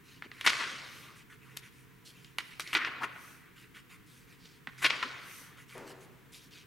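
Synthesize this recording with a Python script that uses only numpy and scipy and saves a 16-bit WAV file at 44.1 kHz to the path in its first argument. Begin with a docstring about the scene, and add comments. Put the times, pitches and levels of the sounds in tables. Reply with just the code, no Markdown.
"""Three glossy magazine pages are turned by hand on a table, in a quiet room with a low hum.
Fingers rub the paper and lift a corner. The sheet snaps as it buckles, flaps over and fans the air,
then lands and slides to rest on the pile. Most paper sounds are showers of tiny clicks, filtered
to ring like the sheet. Near the end something bumps dully farther off."""
import sys
import numpy as np
from scipy import signal
from scipy.fft import rfft, irfft, next_fast_len
from scipy.io import wavfile
from scipy.ndimage import uniform_filter1d

SR = 44100
rng = np.random.default_rng(int(sys.argv[2]) if len(sys.argv) > 2 else 0)


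def log_audio(samples):
    """Write samples as a 16-bit WAV file to the path given in sys.argv[1]."""
    # one column per channel
    frames = np.atleast_2d(samples).T
    # limit to full scale, then quantise
    limited = np.clip(frames, -1, 1)
    pcm = np.round(limited * 32767).astype(np.int16)
    wavfile.write(sys.argv[1], SR, pcm)


N = 293706

# the tone of the steady room noise: frequency_hz, level_db
AIR_TONE = [(15, -23), (25, -4), (75, -7), (129, 0), (389, -11.5), (445, -8.5), (631, -41), (684, -20),
            (826, -24.5), (970, -13.5), (1110, -16), (1950, -13.5), (4870, -29), (11500, -30), (15500, -26)]
# the notes of the hum: pitch_hz, width_hz, level_db
HUM_NOTES = [(130.9, 2.9, -65.5), (169, 12, -72.5), (280, 43, -70), (450, 59, -76.5)]
# how alike the room noise is in both ears (1 is the same): frequency_hz, likeness
EAR_LIKENESS = [(30, 0.054), (70, 0.1), (130, 0.59), (300, 0.29), (1000, 0.43), (4000, 0.69), (15000, 0.45)]
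# how much louder the noise and hum are on the left: frequency_hz, pan_db
NOISE_PAN = [(30, 4), (125, -2), (300, 0), (1000, 1), (12000, 0)]
# finger strokes on the paper: start_s, length_s, level_db, pitch_hz, fizz_db
FINGER_RUBS = [(0.039, 0.19, -60, 2650, -8.5), (0.229, 0.045, -52.5, 2130, -30),
               (0.326, 0.48, -53, 2110, -11), (1.151, 0.084, -61, 2000, -2),
               (1.295, 0.071, -57, 1820, -10.5), (1.41, 0.24, -60.5, 1910, -12),
               (1.62, 0.083, -56, 2300, -8), (1.708, 0.17, -66.5, 2410, 0), (2.049, 0.077, -54.5, 3740, -1),
               (2.108, 0.25, -63, 2760, -6), (2.387, 0.24, -55, 2380, -10.5), (2.633, .14, -49, 2180, -9),
               (3.558, .11, -57.5, 2330, -7), (3.742, 0.073, -53.5, 2210, -9),
               (3.894, 0.077, -55.5, 2070, -7.5), (4.059, 0.21, -63, 3400, 0),
               (4.273, 0.097, -61.5, 2610, -8), (4.385, 0.22, -62.5, 3400, -10),
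               (4.699, 0.2, -59.5, 2100, -15), (4.777, 0.13, -50.5, 2150, -6),
               (5.57, 0.081, -56, 2050, -7.5), (5.678, 0.11, -54.5, 2100, -5.5),
               (5.865, .07, -54, 3030, -4.5), (6.002, .065, -60.5, 3120, 0),
               (6.319, 0.083, -54, 3400, -1.5), (6.384, 0.11, -60.5, 3350, -3),
               (6.506, 0.14, -55, 3160, -11)]
# the tone of the sheet when its pitch is SHEET_HZ: frequency_hz, level_db
SHEET_TONE = [(30, -20), (130, -24.5), (300, -6), (600, -18), (850, -10), (1200, -1.5), (2000, 4.5),
              (3000, -1), (4500, -9.5), (6500, -23), (10000, -33), (16000, -115)]
SHEET_HZ = 2000
# fixed peaks that colour the rustling and sliding paper: pitch_hz, width_hz, boost_db
FIXED_PEAKS = [(740, 23, 4.5), (1090, 170, 5), (1430, 250, 4), (1965, 22, 5), (2310, 190, 1.5),
               (2540, 68, 2.5), (4770, 330, 0)]
# the tone of the cut edge scraping: frequency_hz, level_db
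FIZZ_TONE = [(100, -47), (3000, -19.5), (6000, -6.5), (9200, -5.5), (11500, -6.5), (13500, -14.5),
             (16000, -28)]
# where pressed paper rasps: pitch_hz, width_hz, boost_db
RASP_RING = [(5370, 1100, 1)]
# the sheet buckles: start_s, level_db, pitch_hz, crack_db, pan_db
BUCKLES = [(.223, -24, 1700, -38, -1), (.3157, -27.5, 2050, -41, -1), (.4112, -19, 2520, -23, 0),
           (.4643, -10.5, 2900, -17, 5), (.4741, -8.5, 1570, -27, 3.5), (.5022, -13.5, 2300, -21, -2),
           (.5325, -17.5, 2220, -39, 0), (1.568, -30, 2330, -18, 5), (1.5719, -24.5, 3150, -6.5, 2),
           (2.2462, -35.5, 3050, -23, -1), (2.385, -10.5, 2120, -22, -2), (2.5971, -15, 2060, -17.5, 1),
           (2.6048, -19.5, 4770, -14.5, -3.5), (2.6755, -26.5, 3750, -23, 0),
           (2.7308, -15, 2130, -28, -0.5), (2.7507, -4, 2450, -45, -0.5), (2.8482, -14.5, 2370, -53, 2),
           (4.325, -45, 2600, -25, -3), (4.455, -34.5, 3700, -20, -3), (4.6725, -20, 1740, -40, -2),
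           (4.7333, -43, 1900, -30, 1), (4.8458, -10, 1920, -28, 6), (4.8622, -16.5, 2400, -15.5, 0),
           (4.9055, -12.5, 2320, -44, 1), (5.0273, -18, 3050, -40, -1), (5.78, -37.5, 3000, -8, 6)]
# fingertips press down to take a corner: start_s, level_db, pitch_hz
FINGER_PRESSES = [(.246, -55, 278), (4.666, -56.5, 190)]
# a page swings over: start_s, length_s, level_db, pitch_hz, bright_db, air_hz, peel_s, slide_db, brush_db
PAGE_TURNS = [(0.462, 0.018, -20, 2050, 7, 714, 0.021, -37, -58),
              (2.748, 0.026, -28, 2070, -7, 340, 0.021, -39.5, -58),
              (4.842, 0.022, -21.5, 2230, 2, 865, .025, -38, -52)]
# the sheet flaps in mid-air or settles: start_s, length_s, level_db, pitch_hz, bright_db
LOOSE_FLAPS = [(0.489, 0.015, -29, 2330, 8.5), (2.784, 0.052, -36.5, 1900, -7),
               (2.845, 0.038, -35.5, 1950, -13), (3.154, .014, -46.5, 1420, -6),
               (4.899, 0.0032, -27, 2420, 2), (4.927, .014, -38, 1880, -7)]
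# the tone of one page sliding on another: frequency_hz, level_db
SLIDE_TONE = [(30, -50), (130, -16), (300, -7), (600, -9), (850, -12.5), (1200, -3), (1900, -1.5),
              (3000, -5), (4500, -10), (6500, -20), (10000, -30.5), (16000, -56)]
# the sheet lands on a cushion of air: start_s, length_s, level_db, pitch_hz, fizz_db, cushion_s
PAGE_LANDINGS = [(0.595, 0.053, -36.5, 2025, -34, .012), (3.03, 0.018, -32, 1450, -22.5, .033),
                 (5.026, 0.0088, -30.5, 1560, -32, 0.00397)]
# the tone of a hand brushing over the sheet: frequency_hz, level_db
BRUSH_TONE = [(100, -40), (3000, 0), (5000, -0.5), (7500, -2), (9500, 2.5), (13000, 5.5), (16000, -11)]
# peaks and a dip in that tone: pitch_hz, width_hz, boost_db
BRUSH_RINGS = [(6060, 650, 8.5), (8250, 440, 6.5), (12400, 1000, -6)]
# a dull bump and its rattle: start_s, level_db
BUMP_HITS = [(5.75, -47.5), (5.77, -44), (5.846, -53), (5.892, -56.5), (5.976, -58)]
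# where the bumped thing rings: pitch_hz, width_hz, boost_db
BUMP_RINGS = [(382.7, 48, 6.5), (474.5, 75, 8), (676, 66, 1.5), (905, 72, -2)]
# the tone of the bump's tail: frequency_hz, level_db
BUMP_TONE = [(40, -15), (200, -5), (350, -0.5), (500, -3), (700, -3.5), (1200, -6), (2000, -9),
             (3500, -22.5), (8000, -27.5), (16000, -42)]
# how long the room's echo takes to fall by 60 dB: frequency_hz, fade_s
ROOM_FADE = [(150, 0.78), (1000, 0.99), (3000, 0.98), (8000, 0.028), (15000, 0.76)]
# echoes from nearby surfaces: delay_s, level_db
NEAR_ECHOES = [(.0011, -59), (.0076, -21), (.0095, -25), (0.0171, -28), (0.0205, -22)]


def amp(db):
    """Turns decibels into a number to multiply by."""
    return 10 ** (np.asarray(db) / 20)


def unit(x):
    """Scales a sound to an average (rms) level of 1."""
    return x / np.sqrt(np.mean(x ** 2) + 1e-20)


def read(points, hz):
    """Looks up a frequency in a table, blending between its rows."""
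    row_hz, value = np.transpose(points)
    return np.interp(np.log(hz + 1), np.log(row_hz + 1), value)


def boosts(rings, hz):
    """The decibels gained or lost near each ringing pitch."""
    return sum(db / (1 + (2 * (hz - pitch) / width) ** 2) for pitch, width, db in rings)


def colour(x, curve):
    """Filters a sound by a curve from Hz to dB, then scales it to level 1."""
    size = next_fast_len(x.shape[-1])
    spectrum = rfft(x, size) * amp(curve(np.fft.rfftfreq(size, 1 / SR)))
    return unit(irfft(spectrum, size)[..., :x.shape[-1]])


def add(mix, start_s, sound, pan_db):
    """Places a sound in the mix; a positive pan_db moves it left."""
    part = mix[:, max(round(start_s * SR), 0):][:, :len(sound)]
    part += amp([[pan_db / 2], [-pan_db / 2]]) * sound[:part.shape[1]]


def treble(hz, knee_hz=2300, full_hz=5500):
    """How strongly brightness acts: 0 below knee_hz, 1 at full_hz, up to 1.4 above."""
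    return np.clip(np.log((hz + 1) / knee_hz) / np.log(full_hz / knee_hz), 0, 1.4)


def room_hum(air_db=-59.5, low_cut_hz=36, hum_likeness=0.41):
    """Steady room noise and a hum; each hum note is a narrow band of noise, so it wavers."""
    hz = np.fft.rfftfreq(N, 1 / SR)

    def noise_pair(likeness):
        """Left and right noise that are partly alike."""
        shared, separate = rfft(rng.standard_normal((2, N)))
        lean = amp(read(NOISE_PAN, hz) / 2)
        right = likeness * shared + np.sqrt(1 - likeness ** 2) * separate
        return irfft([shared * lean, right / lean], N)
    air_tone = lambda f: read(AIR_TONE, f) - 10 * np.log10(1 + (low_cut_hz / (f + 1)) ** 4)
    out = amp(air_db) * colour(noise_pair(read(EAR_LIKENESS, hz)), air_tone)
    noise = noise_pair(hum_likeness)
    for pitch, width, db in HUM_NOTES:
        out += amp(db) * colour(noise, lambda f: -20 * np.log10(1 + ((f - pitch) / width) ** 2))
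    return out


def slips(n, per_s, spread_db):
    """Paper sticks and slips, making tiny clicks of uneven size."""
    chance, size = rng.random(n), np.minimum(rng.exponential(1, n), 3)
    return unit(rng.choice([-1, 1], n) * amp(spread_db * size) * (chance < per_s / SR))


def paper(clicks, pitch_hz, bright_db):
    """Clicks ring the sheet; a tighter bend rings higher."""
    tone = lambda hz: read(SHEET_TONE, hz * SHEET_HZ / pitch_hz) + boosts(FIXED_PEAKS, hz)
    return colour(clicks, lambda hz: tone(hz) + bright_db * treble(hz))


def fizz(n):
    """The cut edge scrapes over the glossy coating."""
    return colour(slips(n, per_s=9000, spread_db=4), lambda hz: read(FIZZ_TONE, hz))


def flex(x, patchy_db):
    """A bending sheet keeps changing where it rings, so its tone drifts."""
    bands = signal.stft(x, SR, nperseg=256)[2]
    patches = uniform_filter1d(rng.standard_normal(bands.shape), size=3, axis=0)  # smooth over pitch
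    patches = uniform_filter1d(patches, size=12, axis=1)  # and over time
    return unit(signal.istft(bands * amp(patchy_db * unit(patches)), nperseg=256)[1][:len(x)])


def finger_rubs(skew=0.69, fullness=0.65):
    """Light strokes swell and fade, rasping on the pressed paper."""
    out = np.zeros((2, N))
    for start, length, db, hz, fizz_db in FINGER_RUBS:
        n = round(length * SR)
        swell = abs(np.sin(np.pi * np.linspace(0, 1, n) ** skew)) ** fullness
        clicks = slips(SR // 2, per_s=6000, spread_db=5)
        rub = paper(clicks, hz, bright_db=0.5) + amp(fizz_db) * fizz(SR // 2)
        rasp = colour(rub, lambda f: boosts(RASP_RING, f))
        add(out, start, amp(db) * swell * flex(rasp, patchy_db=3)[:n], pan_db=-0.5)
    return out


def flap(length_s, hz, bright_db, fizz_db, attack_s=0.002, release_s=0.0065):
    """A rush of small buckles runs through the sheet and dies quickly."""
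    t = np.arange(4096) / SR
    shape = np.minimum(t / attack_s, 1) * np.exp(-np.maximum(t - length_s, 0) / release_s)
    clicks = slips(len(t), per_s=3500, spread_db=2)
    rustle = paper(clicks, hz, bright_db) + amp(fizz_db) * fizz(len(t))
    return unit(rustle * shape) * np.sqrt(np.mean(shape ** 2))


def buckle_snaps(ring_cycles=1.05, glide=0.16, rise_ms=0.13, strain_ms=0.58, crack_ms=0.98,
                 crinkle_ms=3.14, crinkle_db=-12, shiver_s=0.024, shiver_db=-31.5):
    """Each buckle is a short pulse; the coating cracks with it, then the sheet crinkles and shivers."""
    out, lead = np.zeros((2, N)), 128  # the crack starts this many samples early
    t = (np.arange(2048) - lead) / SR
    after_ms, before_ms = 1000 * np.maximum(t, 0), 1000 * np.maximum(-t, 0)
    # a thin sheet gives off little bass, and its fold is too soft for the highest treble
    cut_bass, cut_treble = signal.butter(2, 620, "high", fs=SR), signal.butter(3, 5600, fs=SR)
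    for start, db, hz, crack_db, pan_db in BUCKLES:
        age = np.maximum(t, 0) * hz / ring_cycles
        # short bending waves travel fastest, so the pitch falls through the pulse
        falling_hz = hz * np.exp(glide * (1 - np.minimum(age, 3)))
        phase = 2 * np.pi * np.cumsum(falling_hz * (t > 0)) / SR
        pulse = np.sin(phase) * np.exp(-age) * (1 - np.exp(-after_ms / rise_ms))
        crinkle = amp(crinkle_db) * paper(rng.standard_normal(len(t)), hz, bright_db=0.91)
        crinkle *= np.exp(-after_ms / crinkle_ms) * (t > 0)
        crack = amp(crack_db) * fizz(len(t)) * np.exp(-after_ms / crack_ms - before_ms / strain_ms)
        body = signal.lfilter(*cut_treble, signal.lfilter(*cut_bass, pulse) + crinkle)
        add(out, start - lead / SR, amp(db) * (body + crack), pan_db)
        shiver = flap(shiver_s, hz, bright_db=4, fizz_db=crack_db + 5)
        add(out, start, amp(db + shiver_db) * shiver, pan_db)
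    return out


def puff(length_s, pitch_hz, sharpness=3.3):
    """The broad sheet pushes air: a soft low flutter."""
    n = round(length_s * SR)
    band = lambda hz: -10 * np.log10(1 + (sharpness * np.log((hz + 1) / pitch_hz)) ** 4)
    return unit(colour(rng.standard_normal(SR // 4), band)[:n] * np.hanning(n))


def finger_presses(length_s=0.029):
    """A fingertip presses the air out from between the pages."""
    out = np.zeros((2, N))
    for start, db, hz in FINGER_PRESSES:
        add(out, start, amp(db) * puff(length_s, hz), pan_db=1)
    return out


def page_swings(peel_db=-33, air_db=-19.5, air_s=0.024, pan_db=1.1):
    """Each page peels off the one below with a hiss, then whips over and fans the air."""
    out = np.zeros((2, N))
    for start, length, db, hz, bright_db, air_hz, peel_s, _, _ in PAGE_TURNS:
        peel = flap(peel_s, hz=1880, bright_db=0, fizz_db=-12, attack_s=0.0085)
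        add(out, start - peel_s, amp(peel_db) * peel, pan_db=2.5)
        add(out, start, amp(db) * flap(length, hz, bright_db, fizz_db=-30), pan_db)
        add(out, start, amp(db + air_db) * puff(air_s, air_hz), pan_db)
    return out


def loose_flaps():
    """The loose sheet flaps again after its swing."""
    out = np.zeros((2, N))
    for start, length, db, hz, bright_db in LOOSE_FLAPS:
        add(out, start, amp(db) * flap(length, hz, bright_db, fizz_db=-32), pan_db=2)
    return out


def page_slides(delay_s=0.04, length_s=0.745, fade_db_per_s=33.5, dull_db_per_s=9, treble_db=0.5,
                judder_db=0.64, judder_hz=110):
    """The sheet drags over the page below, juddering, fading and dulling as it slows."""
    out, t = np.zeros((2, N)), np.arange(0, length_s, 1 / SR)
    soft_ends = signal.windows.tukey(len(t), 0.06)
    for start, _, _, _, bright_db, _, _, slide_db, _ in PAGE_TURNS:
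        clicks = slips(SR, per_s=7000, spread_db=3)
        drag = colour(clicks, lambda hz: read(SLIDE_TONE, hz) + boosts(FIXED_PEAKS, hz))
        band_hz, age_s, bands = signal.stft(flex(drag, patchy_db=2.14), SR, nperseg=256)
        bands *= amp(treble(band_hz)[:, None] * (bright_db + treble_db - dull_db_per_s * age_s))
        fading = signal.istft(bands, nperseg=256)[1][:len(t)] * amp(slide_db - fade_db_per_s * t)
        judder = colour(rng.standard_normal(SR), lambda hz: -20 * np.log10(1 + (hz / judder_hz) ** 2))
        add(out, start + delay_s, fading * amp(judder_db * judder[:len(t)]) * soft_ends, pan_db=0.6)
    return out


def page_landings(cushion_db=-9.5, linger_s=0.0087, thud_db=-22.5, thud_s=0.059, pan_db=3):
    """Air is squeezed out from under the falling sheet, which then slaps the pile."""
    out = np.zeros((2, N))
    for start, length, db, hz, fizz_db, cushion_s in PAGE_LANDINGS:
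        cushion = puff(cushion_s + length + linger_s, pitch_hz=1100)
        thud = puff(cushion_s + thud_s, pitch_hz=320)
        slap = flap(length, hz, bright_db=5, fizz_db=fizz_db)
        add(out, start - cushion_s, amp(db + cushion_db) * cushion, pan_db)
        add(out, start - cushion_s, amp(db + thud_db) * thud, pan_db)
        add(out, start, amp(db) * slap, pan_db)
    return out


def hand_brushes(peak_after_s=0.52, width_s=0.12):
    """A thin hiss swells and fades on both sides as a hand brushes over the sheet."""
    out, t = np.zeros((2, N)), np.arange(SR) / SR
    swell = np.exp(-((t - peak_after_s) / width_s) ** 2)
    tone = lambda hz: read(BRUSH_TONE, hz) + boosts(BRUSH_RINGS, hz)
    for start, *_, brush_db in PAGE_TURNS:
        for pan_db in (-9, 9):
            hiss = colour(rng.standard_normal(SR), tone)
            add(out, start, hiss * amp(brush_db) * swell / 2, pan_db)
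    return out


def far_bump(attack_s=0.0037, knock_db=1, knock_fade_s=0.21, tail_db=-2, tail_fade_s=1.0):
    """Far blows on something hollow: a firm knock, then the room smears it."""
    out, t = np.zeros((2, N)), np.arange(SR) / SR
    tone = lambda hz: read(BUMP_TONE, hz) + boosts(BUMP_RINGS, hz)
    for start, db in BUMP_HITS:
        ring = sum(amp(boost) * np.sin(2 * np.pi * (hz * t + rng.random()))
                   for hz, _, boost in BUMP_RINGS)
        knock = unit(ring) * amp(knock_db - 60 * t / knock_fade_s)
        tail = colour(rng.standard_normal(SR), tone) * amp(tail_db - 60 * t / tail_fade_s)
        add(out, start, amp(db) * np.minimum(t / attack_s, 1) * (knock + tail), pan_db=0.8)
    return out


def room_echo(x, tail_db=-15, tail_delay_s=0.007, scatter_db=-17, scatter_s=0.0038):
    """Adds single echoes, a quick scatter from things on the table, and a faint tail."""
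    t = np.arange(SR // 2) / SR
    noise = rng.standard_normal((2, len(t))) * (t > tail_delay_s)
    hz, age_s, bands = signal.stft(noise, SR, nperseg=256)
    bands *= amp(-60 * age_s / read(ROOM_FADE, hz)[:, None])
    tail = signal.istft(bands, nperseg=256)[1][:, :len(t)]
    scatter = rng.standard_normal((2, len(t))) * np.exp(-t / scatter_s)
    response = (amp(tail_db) * unit(tail) + amp(scatter_db) * unit(scatter)) / np.sqrt(len(t))
    response[:, 0] += 1  # the direct sound
    for delay, db in NEAR_ECHOES:
        response[:, round(delay * SR)] += amp(db)
    return signal.fftconvolve(x, response, axes=1)[:, :N]


def scene():
    """The paper sounds and the bump echo in the room, over its hum."""
    fingers = finger_rubs() + finger_presses()
    turning = buckle_snaps() + page_swings() + loose_flaps()
    settling = page_landings() + page_slides() + hand_brushes()
    return room_echo(fingers + turning + settling + far_bump()) + room_hum()


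def record(dry):
    """Cuts away the very highest treble, above 15900 Hz."""
    low_pass = signal.firwin(511, 15900, window=("kaiser", 9), fs=SR)
    return signal.oaconvolve(dry, low_pass[None], "same")


dry = scene()
out = record(dry)
log_audio(out)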